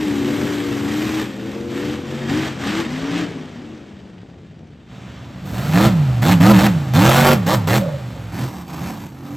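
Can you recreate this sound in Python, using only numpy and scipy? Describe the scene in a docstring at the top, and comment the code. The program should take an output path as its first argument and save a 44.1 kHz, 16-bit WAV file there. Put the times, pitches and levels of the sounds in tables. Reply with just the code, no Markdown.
"""Two far V8 monster trucks race over dirt jumps and coast away, heard in the open from the fence. Then, as the
scene changes, an idling mutter swells in and fades, a truck is gunned near by in short bursts, passes and blips
once after it lands; a last one revs farther off. Each engine drones on multiples of its cycle rate (eight
firings a cycle) and rasps as the throttle opens; speed and loudness chase the throttle. Waiting trucks add a
low rumble of band-limited noise. The microphone has two ports in a housing that shades and delays the sound."""
import sys
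import numpy as np
from scipy import signal
from scipy.fft import rfft, irfft, next_fast_len
from scipy.io import wavfile
from scipy.ndimage import uniform_filter1d

SR = 44100
rng = np.random.default_rng(int(sys.argv[2]) if len(sys.argv) > 2 else 0)


def generate_wav(signal):
    """Clip the signal to [-1, 1] and save it as 16-bit WAV at the path in sys.argv[1]."""
    frames = np.transpose(np.atleast_2d(signal))
    scaled = np.clip(frames, -1, 1) * 32767
    pcm = np.round(scaled).astype(np.int16)
    wavfile.write(sys.argv[1], SR, pcm)


N = 412776
TIME = np.arange(N) / SR

# far racers: throttle of the first over the jumps
# [open_s, shut_s, toward_cycles_per_s, drone_db, rasp_rise_db]
FIRST_PULLS = [(0.0, 0.236, 34.5, -22, 9.5), (0.24, 0.529, 37, -22.5, 11), (0.53, 0.88, 35.8, -24, 9),
               (0.88, 1.22, 39.6, -23, 11.5), (1.391, 1.553, 35.6, -36, 2.5),
               (1.689, 1.929, 39.4, -27.5, 7.5), (2.048, 2.26, 26.2, -43, 5),
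               (2.261, 2.399, 45.5, -21.5, 13), (2.399, 2.475, 39, -29, 12), (2.581, 2.679, 37, -28, 14),
               (2.679, 2.818, 45, -27, 13.5), (2.881, 3.1, 32, -52, 7.5), (3.099, 3.211, 45.6, -28, 12),
               (3.562, 3.731, 45, -33, 0.5)]
# longer pulls of the second, in a higher gear [open_s, shut_s, toward_cycles_per_s, drone_db]
SECOND_PULLS = [(0.0, 0.298, 48, -28.5), (0.361, 0.449, 49, -19), (0.56, 1.22, 42.7, -35.5),
                (1.39, 1.62, 43.7, -39.5), (1.62, 1.95, 44.8, -32.5), (2.0, 2.43, 47.4, -32.5),
                (2.799, 3.249, 60, -30)]
# multiples of the cycle rate favoured by the uneven firing of each bank [multiple, level_db]
FIRST_ORDERS = [(3, -16), (5, -16), (6, -13), (7, -15), (8, -1), (10, -16.5), (11, -16.5), (13, -22)]
SECOND_ORDERS = [(2, -13), (3, -3), (5, 0.5), (7, -12), (8, -6), (11, -9.5), (13, -11.5)]
# exhaust spectra of the racers [frequency_hz, level_db_per_hz]
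RACE_BOOM = [(30, -30), (60, -8), (120, -3), (230, 2), (330, -1.5), (420, -4.5), (560, -7), (900, -17),
             (1500, -70)]
RACE_RASP = [(440, -27), (700, -5), (1150, -0.5), (1700, -3.5), (3200, -5), (4400, -12), (7420, -18),
             (8880, -22), (9710, -40), (10100, -68), (10800, -23), (11800, -29), (14600, -43), (16000, -47)]
# level as they draw away behind the ramps [time_s, level_db]
RACE_DISTANCE = [(0, 0.5), (3.2, 2.5), (3.7, -4.5), (4.2, -11), (4.85, -15), (5.4, -8)]
# treble, shadowed as they turn away [time_s, treble_db]
RACE_SHADOW = [(1.5, 20.5), (3, 5.5), (4.6, -13)]
# upper orders, swelling as the pipes swing toward the fence [time_s, level_db]
RACE_FACING = [(0.1, 0.5), (0.4, 6), (1.15, -2.5), (1.6, 10.5), (1.9, -0.5), (2.1, 5), (2.6, -7),
               (3.1, -3.5)]

# a low engine mutter swells in and fades as the scene changes [time_s, boom_db, rasp_db]
IDLE_SWELL = [(4.86, -62, -61), (4.92, -35, -48.5), (5.15, -35, -46), (5.38, -35, -51), (5.55, -22, -57)]

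# near truck: stabs of the throttle [open_s, shut_s, toward_cycles_per_s, rasp_rise_db]
NEAR_STABS = [(5.453, 5.542, 19.8, 3), (5.54, 5.734, 33, 7), (5.734, 5.875, 46.4, 12),
              (6.219, 6.33, 44.2, 15), (6.402, 6.521, 47, 15), (6.535, 6.578, 28.9, 13),
              (6.579, 6.667, 45.8, 14), (6.935, 7.335, 47.9, 16.5), (7.463, 7.55, 49, 16.5),
              (7.671, 7.778, 50, 17)]
# multiples of its cycle rate [multiple, level_db]
NEAR_ORDERS = [(3, 1.5), (4, -17), (5, 0.5), (6, -15.5), (7, -12), (8, 0.5), (11, -3), (13, -6.5), (15, -8),
               (16, -13), (19, -11.5), (24, -12), (29, -12.5), (32, -11.5)]
# its headers with the ground reflection [frequency_hz, gain_db]
NEAR_PIPES = [(50, -10), (85, -8.5), (130, 0), (205, -1.5), (280, -4), (340, -7), (410, -20), (520, -7.5),
              (700, -6.5)]
# its exhaust spectra [frequency_hz, level_db_per_hz]
NEAR_BOOM = [(30, -26), (60, -3.5), (110, 1.5), (170, 3.5), (290, -6), (410, -17.5), (600, -12.5),
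             (900, -30), (1500, -49)]
NEAR_RASP = [(240, -22), (400, -11.5), (626, -4), (800, -3.5), (994, -6.5), (1350, -6.5), (1650, -9),
             (3870, -16), (6150, -23), (8240, -22), (9040, -24.5), (10100, -72), (10900, -17.5),
             (11900, -24), (14400, -28.5), (16000, -30)]
# air rushing past its open throttle plates [frequency_hz, level_db_per_hz]
INTAKE = [(1200, -20), (3000, -1), (8000, -0.5), (13000, 2), (16000, -6)]
# level as it comes close, passes and turns its pipes away [time_s, level_db]
NEAR_PASS = [(5.35, -28.5), (5.5, -9.5), (5.8, 0.5), (6.5, 1.5), (7.05, -2), (7.4, -4.5), (8.1, -9.5),
             (8.3, -13)]
# third order against fifth as it turns side-on [time_s, third_over_fifth_db]
NEAR_ASPECT = [(5.8, -7.5), (6.85, -7.5), (7.1, 4), (7.7, 2), (7.9, -3.5)]
# howl of its pipes on the overrun [time_s, level_db]
HOWL = [(7.77, -48), (7.83, -26), (7.986, -38.5), (8.074, -59), (8.14, -44), (8.25, -61)]
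# unburnt fuel banging in its pipes on the overrun [time_s, level_db]
POPS = [(7.85, -40), (7.884, -32)]

# throttle blips: first the near truck's after it lands, then the last truck's
# [open_s, shut_s, toward_cycles_per_s, rasp_rise_db]
LATE_BLIPS = [(8.312, 8.457, 47.3, 17), (8.484, 8.606, 34.6, 8.5), (8.666, 8.766, 25.7, 11.5),
              (8.76, 8.917, 38.5, 14.5), (8.92, 9.053, 35.5, 7.5), (9.069, 9.171, 50, -0.5),
              (9.197, 9.351, 48.5, 5)]
# multiples of the cycle rate for these blips [multiple, level_db]
LATE_ORDERS = [(3, 2), (4, -10), (5, -1), (6, -2.5), (7, -10), (8, -7), (11, -7.5), (13, -15)]
# headers for these blips [frequency_hz, gain_db]
LATE_PIPES = [(60, -20), (100, -24), (130, 0.5), (175, -4.5), (215, -7.5), (250, -6), (290, -1.5),
              (340, -8), (420, -19), (490, -12), (700, -13)]
# exhaust spectra for these blips [frequency_hz, level_db_per_hz]
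LATE_BOOM = [(35, -38), (70, -0.5), (120, 0), (180, -3), (220, -7), (300, -1), (410, -12.5), (600, -14),
             (900, -32), (1500, -51)]
LATE_RASP = [(290, -35), (500, -18), (773, -0.5), (1600, -9.5), (7530, -22.5), (9090, -21.5), (10100, -76),
             (10800, -20), (11800, -22), (14000, -24), (16000, -35)]

# microphone housing shading a source fully on the left [frequency_hz, left_over_right_db]
SHADING = [(100, 2.1), (320, 3), (500, 1), (720, 10.5), (1250, 0)]
# sound from the right bending round the housing [frequency_hz, left_lead_rad]
RIGHT_PHASE = [(4000, 0), (5050, .9), (5900, -.85), (6400, 0)]
# between the two microphone ports [frequency_hz, left_lead_rad]
PORT_PHASE = [(7500, 0), (9600, -2.7), (10800, -3.3), (12800, -6.3), (14400, -6.3), (15600, -8.6)]
# treble notch of the microphone [low_hz, high_hz]
NOTCH_HZ = (9350, 10850)
CUTOFF_HZ = 15900

# a free-revving engine: idle speed, and time constants of spinning up and running down
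IDLE_CYCLES_PER_S, SPIN_UP_S, RUN_DOWN_S = 20.4, 0.097, 0.156


def from_db(db):
    """Decibels to gain."""
    return 10 ** (np.asarray(db) / 20)


def rms_one(x):
    """Scale to rms 1."""
    return x / np.sqrt(np.mean(x ** 2) + 1e-20)


def in_time(rows):
    """Interpolate a table over time, one curve per column."""
    s, *columns = np.transpose(rows)
    return [np.interp(TIME, s, column) for column in columns]


def at_hz(points, hz):
    """Read a table on a log-frequency axis."""
    known, values = np.transpose(points)
    return np.interp(np.log(hz + 1e-3), np.log(known), values)


def heard(rows):
    """1 while a table lasts, with a short fade outside."""
    inside_s = np.minimum(TIME - rows[0][0], rows[-1][0] - TIME)
    return np.clip(1 + inside_s / 0.27, 0, 1)


def drift(rate_hz):
    """Slow random wander of rms 1: noise through two equal poles at rate_hz, made at SR / 40."""
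    pole = np.exp(-2 * np.pi * rate_hz * 40 / SR)
    noise = rng.standard_normal(N // 40 + 2002)
    slow = signal.lfilter([1], [1, -2 * pole, pole * pole], noise)[2000:]   # drop the settling
    return np.interp(np.arange(N) / 40, np.arange(len(slow)), rms_one(slow))


def shape(x, response):
    """Filter by a function of frequency."""
    size = next_fast_len(N + SR // 2)
    hz = np.fft.rfftfreq(size, 1 / SR)
    return irfft(rfft(x, size) * response(hz), size)[..., :N]


def colour(x, spectrum):
    """Filter x by a spectrum table; rms 1."""
    return rms_one(shape(x, lambda hz: from_db(at_hz(spectrum, hz))))


def cut(x, hz, kind):
    """Second-order Butterworth design: low-, high- or band-pass."""
    return signal.sosfilt(signal.butter(2, hz, kind, fs=SR, output="sos"), x)


def scatter(t60_s):
    """A dying cloud of reflections with unit energy."""
    t = np.arange(int(t60_s * SR) + 2) / SR
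    cloud = rng.standard_normal(len(t)) * from_db(-60 * t / t60_s)
    return cloud / np.linalg.norm(cloud)


def chase(opens, shuts, goals, rest, rise_s, fall_s, start=None):
    """An open throttle relaxes a quantity toward that pull's goal; a shut one, back toward rest."""
    out = np.full(N, rest if start is None else start, dtype=float)
    for on, off, held in zip(opens, shuts, goals):
        for at, goal, lag_s in ((on, held, rise_s), (off, rest, fall_s)):
            i = int(np.clip(at * SR, 0, N - 1))
            out[i:] = goal + (out[i] - goal) * np.exp(-TIME[:N - i] / lag_s)
    return out


def crank(speed, wobble):
    """Engine cycles turned so far; the speed is never quite even."""
    return np.cumsum(speed * (1 + wobble * drift(25))) / SR


def drone(cycles, orders, waver_db, gain_db=lambda k: 0):
    """Clean low orders of the engine cycle, each wavering on its own; also their joint rms."""
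    out, power = 0, 0
    for k, db in orders:
        k = round(k)
        gain = from_db(db + gain_db(k))
        waver = from_db(waver_db * np.tanh(drift(7.4)))
        out = out + gain * waver * np.sin(2 * np.pi * (k * cycles + rng.random()))
        power = power + gain ** 2   # before the waver
    return np.sqrt(2) * out, np.sqrt(power)


def firings(cycles, speed, far_bank_db, uneven_db, path_s=0.0009, jitter_s=0.00004):
    """One click per cylinder, the far bank at its own level; and the chance part of the clicks alone."""
    count = np.floor(8 * cycles).astype(int)
    at = np.flatnonzero(np.diff(count))
    cylinder = count[at] % 8
    far_bank = np.array([0, 1, 0, 1, 1, 0, 1, 0])[cylinder]
    chance, slip = rng.standard_normal((len(at), 2)).T
    late_s = path_s * rng.random(size=8)[cylinder] + jitter_s * slip   # every header has its own length
    at = np.clip(at + (late_s * SR).astype(int), 0, N - 1)
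    clicks, stumbles = np.zeros((2, N))
    clicks[at] = from_db(far_bank_db * far_bank + uneven_db * np.clip(chance, -2, 2))
    stumbles[at] = chance
    # more clicks a second must not add power
    return clicks / np.sqrt(speed), stumbles / np.sqrt(speed)


def rasp(clicks, spectrum, ring_t60_s, puff_s, ring_db, crackle_db, hiss_db):
    """Each firing rings the open header and blows a puff of turbulent gas, with small shocks in it."""
    # the ring arrives by paths that shift as the truck moves, so its colour never stands still
    ringing = sum(drift(4.55) * signal.oaconvolve(clicks, scatter(ring_t60_s))[:N] for path in range(4))
    ringing = ringing / np.sqrt(uniform_filter1d(ringing ** 2, SR // 12) + 1e-20)
    decay = np.exp(-1 / (puff_s * SR))
    puffs = rms_one(signal.lfilter([1], [1, -decay], clicks + 1e-12))
    shocks = (rng.random(N) < 1500 / SR) * rng.random(N) * puffs   # about 1500 a second
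    gas = (puffs + from_db(hiss_db)) * rng.standard_normal(N)
    mix = rms_one(gas) + from_db(ring_db) * ringing - from_db(crackle_db) * rms_one(shocks)
    out = colour(mix, spectrum)
    return out / np.std(cut(out, 1090, "high"))


def brighten(x, treble_db, edge_hz):
    """The harder the exhaust is driven, the steeper its wave fronts and the more treble."""
    dull = shape(x, lambda hz: 1 / (1 + (hz / edge_hz) ** 4))
    return dull + (x - dull) * from_db(treble_db)


def surge(pressure, depth_db):
    """Gain, rms 1: the rasp tears loose on the crests of the exhaust's slow pressure wave."""
    return rms_one(from_db(depth_db * np.tanh(pressure)))


def first_racer():
    """Worked in short pulls over the jumps: its speed, drone level and rise of the rasp."""
    opens, shuts, speeds, drones_db, rises_db = np.transpose(FIRST_PULLS)
    speed = chase(opens, shuts, speeds, rest=23, rise_s=0.115, fall_s=0.23, start=39.4)
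    drone_db = chase(opens, shuts, drones_db, rest=-40.0, rise_s=0.037, fall_s=0.059, start=drones_db[0])
    open_db = chase(opens, shuts, rises_db, rest=0, rise_s=0.037, fall_s=0.063, start=rises_db[0])
    return speed, drone_db, open_db


def second_racer():
    """Held in gear, so slow to gain and lose speed: its speed and drone level."""
    opens, shuts, speeds, drones_db = np.transpose(SECOND_PULLS)
    speed = chase(opens, shuts, speeds, rest=21.7, rise_s=0.178, fall_s=1.0, start=36)
    drone_db = chase(opens, shuts, drones_db, rest=-38.5, rise_s=0.17, fall_s=0.053)
    return speed, drone_db


def racers():
    """Two far engines drone against each other; their booms and rasps merge."""
    speed_a, drone_a_db, open_db = first_racer()
    speed_b, drone_b_db = second_racer()
    far_db, shadow_db, facing_db = in_time(RACE_DISTANCE) + in_time(RACE_SHADOW) + in_time(RACE_FACING)
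    boom_db = 0.87 * far_db + 0.45 * open_db - 36.0
    rasp_db = far_db + open_db - 44.0
    cycles_a, cycles_b = crank(speed_a, wobble=0.004), crank(speed_b, wobble=0.006)

    def gain_a_db(k):
        return facing_db * (k > 8)

    def gain_b_db(k):
        # the pipes pass little of the higher notes
        return -np.maximum(k * speed_b - 510, 0) / 12 + facing_db * (k > 6)

    tone_a, _ = drone(cycles_a, FIRST_ORDERS, waver_db=3.0, gain_db=gain_a_db)
    tone_b, _ = drone(cycles_b, SECOND_ORDERS, waver_db=5.5, gain_db=gain_b_db)
    tone = from_db(drone_a_db) * tone_a + from_db(drone_b_db) * tone_b

    clicks_a, stumbles_a = firings(cycles_a, speed_a, far_bank_db=-11, uneven_db=2.5)
    clicks_b, stumbles_b = firings(cycles_b, speed_b, far_bank_db=0.5, uneven_db=3.5)
    boom = from_db(boom_db) * colour(stumbles_a + stumbles_b, RACE_BOOM)

    bark = rasp(clicks_a + from_db(0.5) * clicks_b, RACE_RASP, ring_t60_s=0.03, puff_s=0.0012,
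                ring_db=-3.0, crackle_db=-8.5, hiss_db=18)
    bark = bark + from_db(open_db - 21.5) * cut(bark, [1500, 2400], "band")   # headers blare at full throttle
    bark = bark * surge(np.sin(2 * np.pi * cycles_a), depth_db=0.5)
    treble_db = 0.51 * (rasp_db + 29.5) + shadow_db
    bark = from_db(rasp_db) * brighten(bark, treble_db, edge_hz=14700)
    return heard(RACE_DISTANCE) * (from_db(0.97 * far_db) * tone + boom + bark)


def idlers():
    """Trucks waiting around the track keep up a low rumble: wavering band-limited noise."""
    rumble = rms_one(cut(rng.standard_normal(N), [70, 190], "band"))
    return from_db(-44.0) * rumble * from_db(1.0 * drift(6.1))


def idle_swell():
    """As the scene changes, an uneven engine mutter under a soft rasp swells in and fades away."""
    boom_db, rasp_db = in_time(IDLE_SWELL)
    speed = 23.5   # cycles per s
    cycles = crank(speed, wobble=0.011)
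    tone, size = drone(cycles, NEAR_ORDERS, waver_db=5.5, gain_db=lambda k: at_hz(NEAR_PIPES, k * 26.25))
    clicks, stumbles = firings(cycles, speed, far_bank_db=4, uneven_db=0.0)
    boom = from_db(-4.5) * tone / size + from_db(-5.0) * colour(stumbles, NEAR_BOOM)
    bark = rasp(clicks, RACE_RASP, ring_t60_s=0.018, puff_s=0.005, ring_db=-7, crackle_db=-20, hiss_db=16)
    return heard(IDLE_SWELL) * (from_db(boom_db) * boom + from_db(rasp_db) * bark)


def near_truck():
    """Orders sweep the pipe resonances; intake hiss leads, upper orders jump in, rasp builds with load."""
    opens, shuts, speeds, rises_db = np.transpose(NEAR_STABS)
    speed = chase(opens, shuts, speeds, IDLE_CYCLES_PER_S, SPIN_UP_S, RUN_DOWN_S)
    open_db = chase(opens, shuts, rises_db, rest=0, rise_s=0.0019, fall_s=0.022)
    load_db = chase(opens, shuts, rises_db, rest=0, rise_s=0.064, fall_s=0.014)   # engine takes up the load
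    pass_db, aspect_db, howl_db = in_time(NEAR_PASS) + in_time(NEAR_ASPECT) + in_time(HOWL)
    # the boom grows with speed, and by a share of the throttle's rise
    boom_db = pass_db - 19 + 0.2961 * (speed - IDLE_CYCLES_PER_S) + 0.34 * open_db
    cycles = crank(speed, wobble=0.006)
    upper_db = 0.63 * open_db - 9.5   # the upper orders jump in with the throttle

    def gain_db(k):
        pipes_db = at_hz(NEAR_PIPES, k * speed)
        side_on_db = 0.5 * aspect_db * (int(k == 3) - int(k == 5) + 0.5 * (k > 8))
        tear_db = 6 * np.tanh(drift(47)) if k > 8 else 0   # the upper orders tear unevenly
        return pipes_db + upper_db * (k > 7) + side_on_db + tear_db

    tone, size = drone(cycles, NEAR_ORDERS, waver_db=4.5, gain_db=gain_db)
    clicks, stumbles = firings(cycles, speed, far_bank_db=-7.5, uneven_db=-1.5)
    boom = from_db(-2.0) * tone / size + from_db(-12.5 + 0.03 * open_db) * colour(stumbles, NEAR_BOOM)

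    bark = rasp(clicks, NEAR_RASP, ring_t60_s=0.02, puff_s=0.0025, ring_db=2.5, crackle_db=-5, hiss_db=-1)
    airborne = np.clip((TIME - 7.2) / 0.22, 0, 1)   # off the ground, the dip of the ground reflection fills in
    bark = bark + airborne * from_db(7.5) * cut(bark, [300, 520], "band")
    spent = np.clip(0.7 - open_db / 25, 0, 1)   # off the throttle the puffs run together into a smooth rush
    rush = np.std(bark) * colour(rng.standard_normal(N), NEAR_RASP)
    bark = np.sqrt(1 - spent) * bark + np.sqrt(spent) * rush
    bark = bark * surge(tone / size, depth_db=0.11 * open_db)
    # the rasp builds as the revs climb past their middle, 30.7 cycles per s
    revs_db = 0.0448 * (speed - 30.7)
    rasp_db = 0.48 * boom_db + 0.68 * open_db + 0.23 * load_db + revs_db - 29.5
    bark = from_db(rasp_db) * brighten(bark, treble_db=0.51 * load_db - 7, edge_hz=9700)

    intake_gain = chase(opens, shuts, from_db(rises_db - 49.5), rest=0, rise_s=0.00066, fall_s=0.031)
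    intake = intake_gain * colour(rng.standard_normal(N), INTAKE)
    howl = from_db(howl_db) * heard(HOWL) * rms_one(cut(stumbles, [515, 610], "band"))
    return heard(NEAR_PASS) * (from_db(boom_db) * boom + bark) + intake + howl + pops()


def pops():
    """Short bangs of band-limited noise that ring the near pipes, each starting at once and dying away alike."""
    level = sum(from_db(db) * (TIME >= s) * np.exp(-np.abs(TIME - s) / 0.016) for s, db in POPS)
    return level * rms_one(cut(rng.standard_normal(N), [480, 1100], "band"))


def late_blips():
    """The landed near truck's blip, then a farther truck's; growls when an order meets a header resonance."""
    opens, shuts, speeds, rises_db = np.transpose(LATE_BLIPS)
    speed = chase(opens, shuts, speeds, IDLE_CYCLES_PER_S, rise_s=0.07, fall_s=0.24)
    open_db = chase(opens, shuts, rises_db, rest=0, rise_s=0.03, fall_s=0.055)
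    cycles = crank(speed, wobble=0.008)
    tone, _ = drone(cycles, LATE_ORDERS, waver_db=5.5, gain_db=lambda k: at_hz(LATE_PIPES, k * speed))
    clicks, stumbles = firings(cycles, speed, far_bank_db=-1.0, uneven_db=3)
    boom = from_db(0.78 * open_db - 38.0) * tone
    boom = boom + from_db(0.73 * open_db - 42.0) * colour(stumbles, LATE_BOOM)
    throat_tone, _ = drone(cycles, NEAR_ORDERS, waver_db=1)
    throat = from_db(open_db - 54) * cut(throat_tone, [680, 1150], "band")
    bark = rasp(clicks, LATE_RASP, ring_t60_s=0.02, puff_s=0.003, ring_db=1, crackle_db=-12, hiss_db=4)
    present = np.clip(1 + (TIME - opens[0]) / 0.33, 0, 1)   # fades in ahead of the first blip
    return present * (boom + throat + from_db(open_db - 50.5) * bark)


def showground(x, leftward):
    """Place a source to one side, with diffuse returns from the fence and the trees."""
    sides = np.array([[1], [-1]])
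    direct = shape(x, lambda hz: from_db(0.5 * leftward * at_hz(SHADING, hz) * sides))
    middle, treble = cut(x, [350, 2000], "band"), cut(x, 11200, "high")
    around = np.array([signal.oaconvolve(middle, scatter(t60_s=0.3))[:N] for side in range(2)])
    # glints off the barrier close by
    glints = np.array([signal.oaconvolve(treble, scatter(t60_s=0.035))[:N] for side in range(2)])
    return direct + from_db(-11) * around + from_db(-13.5) * glints


def out_of_phase(x, table):
    """Let the left channel lead the right by a table of phases, half on each side."""
    return shape(x, lambda hz: np.exp(0.5j * at_hz(table, hz) * np.array([[1], [-1]])))


def scene():
    """The race lies a little to the left, the single trucks a little to the right."""
    race = showground(racers(), leftward=0.83)
    singles = showground(idle_swell() + near_truck() + late_blips(), leftward=-0.56)
    return race + out_of_phase(singles, RIGHT_PHASE) + idlers()


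def record(dry):
    """Two microphone ports that differ in phase, rounded peaks, a narrow treble notch and a steep top cut."""
    ports = out_of_phase(dry, PORT_PHASE)
    rounded = 1.2 * np.tanh(ports / 1.2)
    notch = signal.butter(6, NOTCH_HZ, "bandstop", fs=SR, output="sos")
    top_cut = signal.ellip(10, 0.3, 80, CUTOFF_HZ, fs=SR, output="sos")   # 0.3 dB ripple, 80 dB down
    return signal.sosfilt(top_cut, signal.sosfilt(notch, rounded))


dry = scene()
out = record(dry)
generate_wav(out)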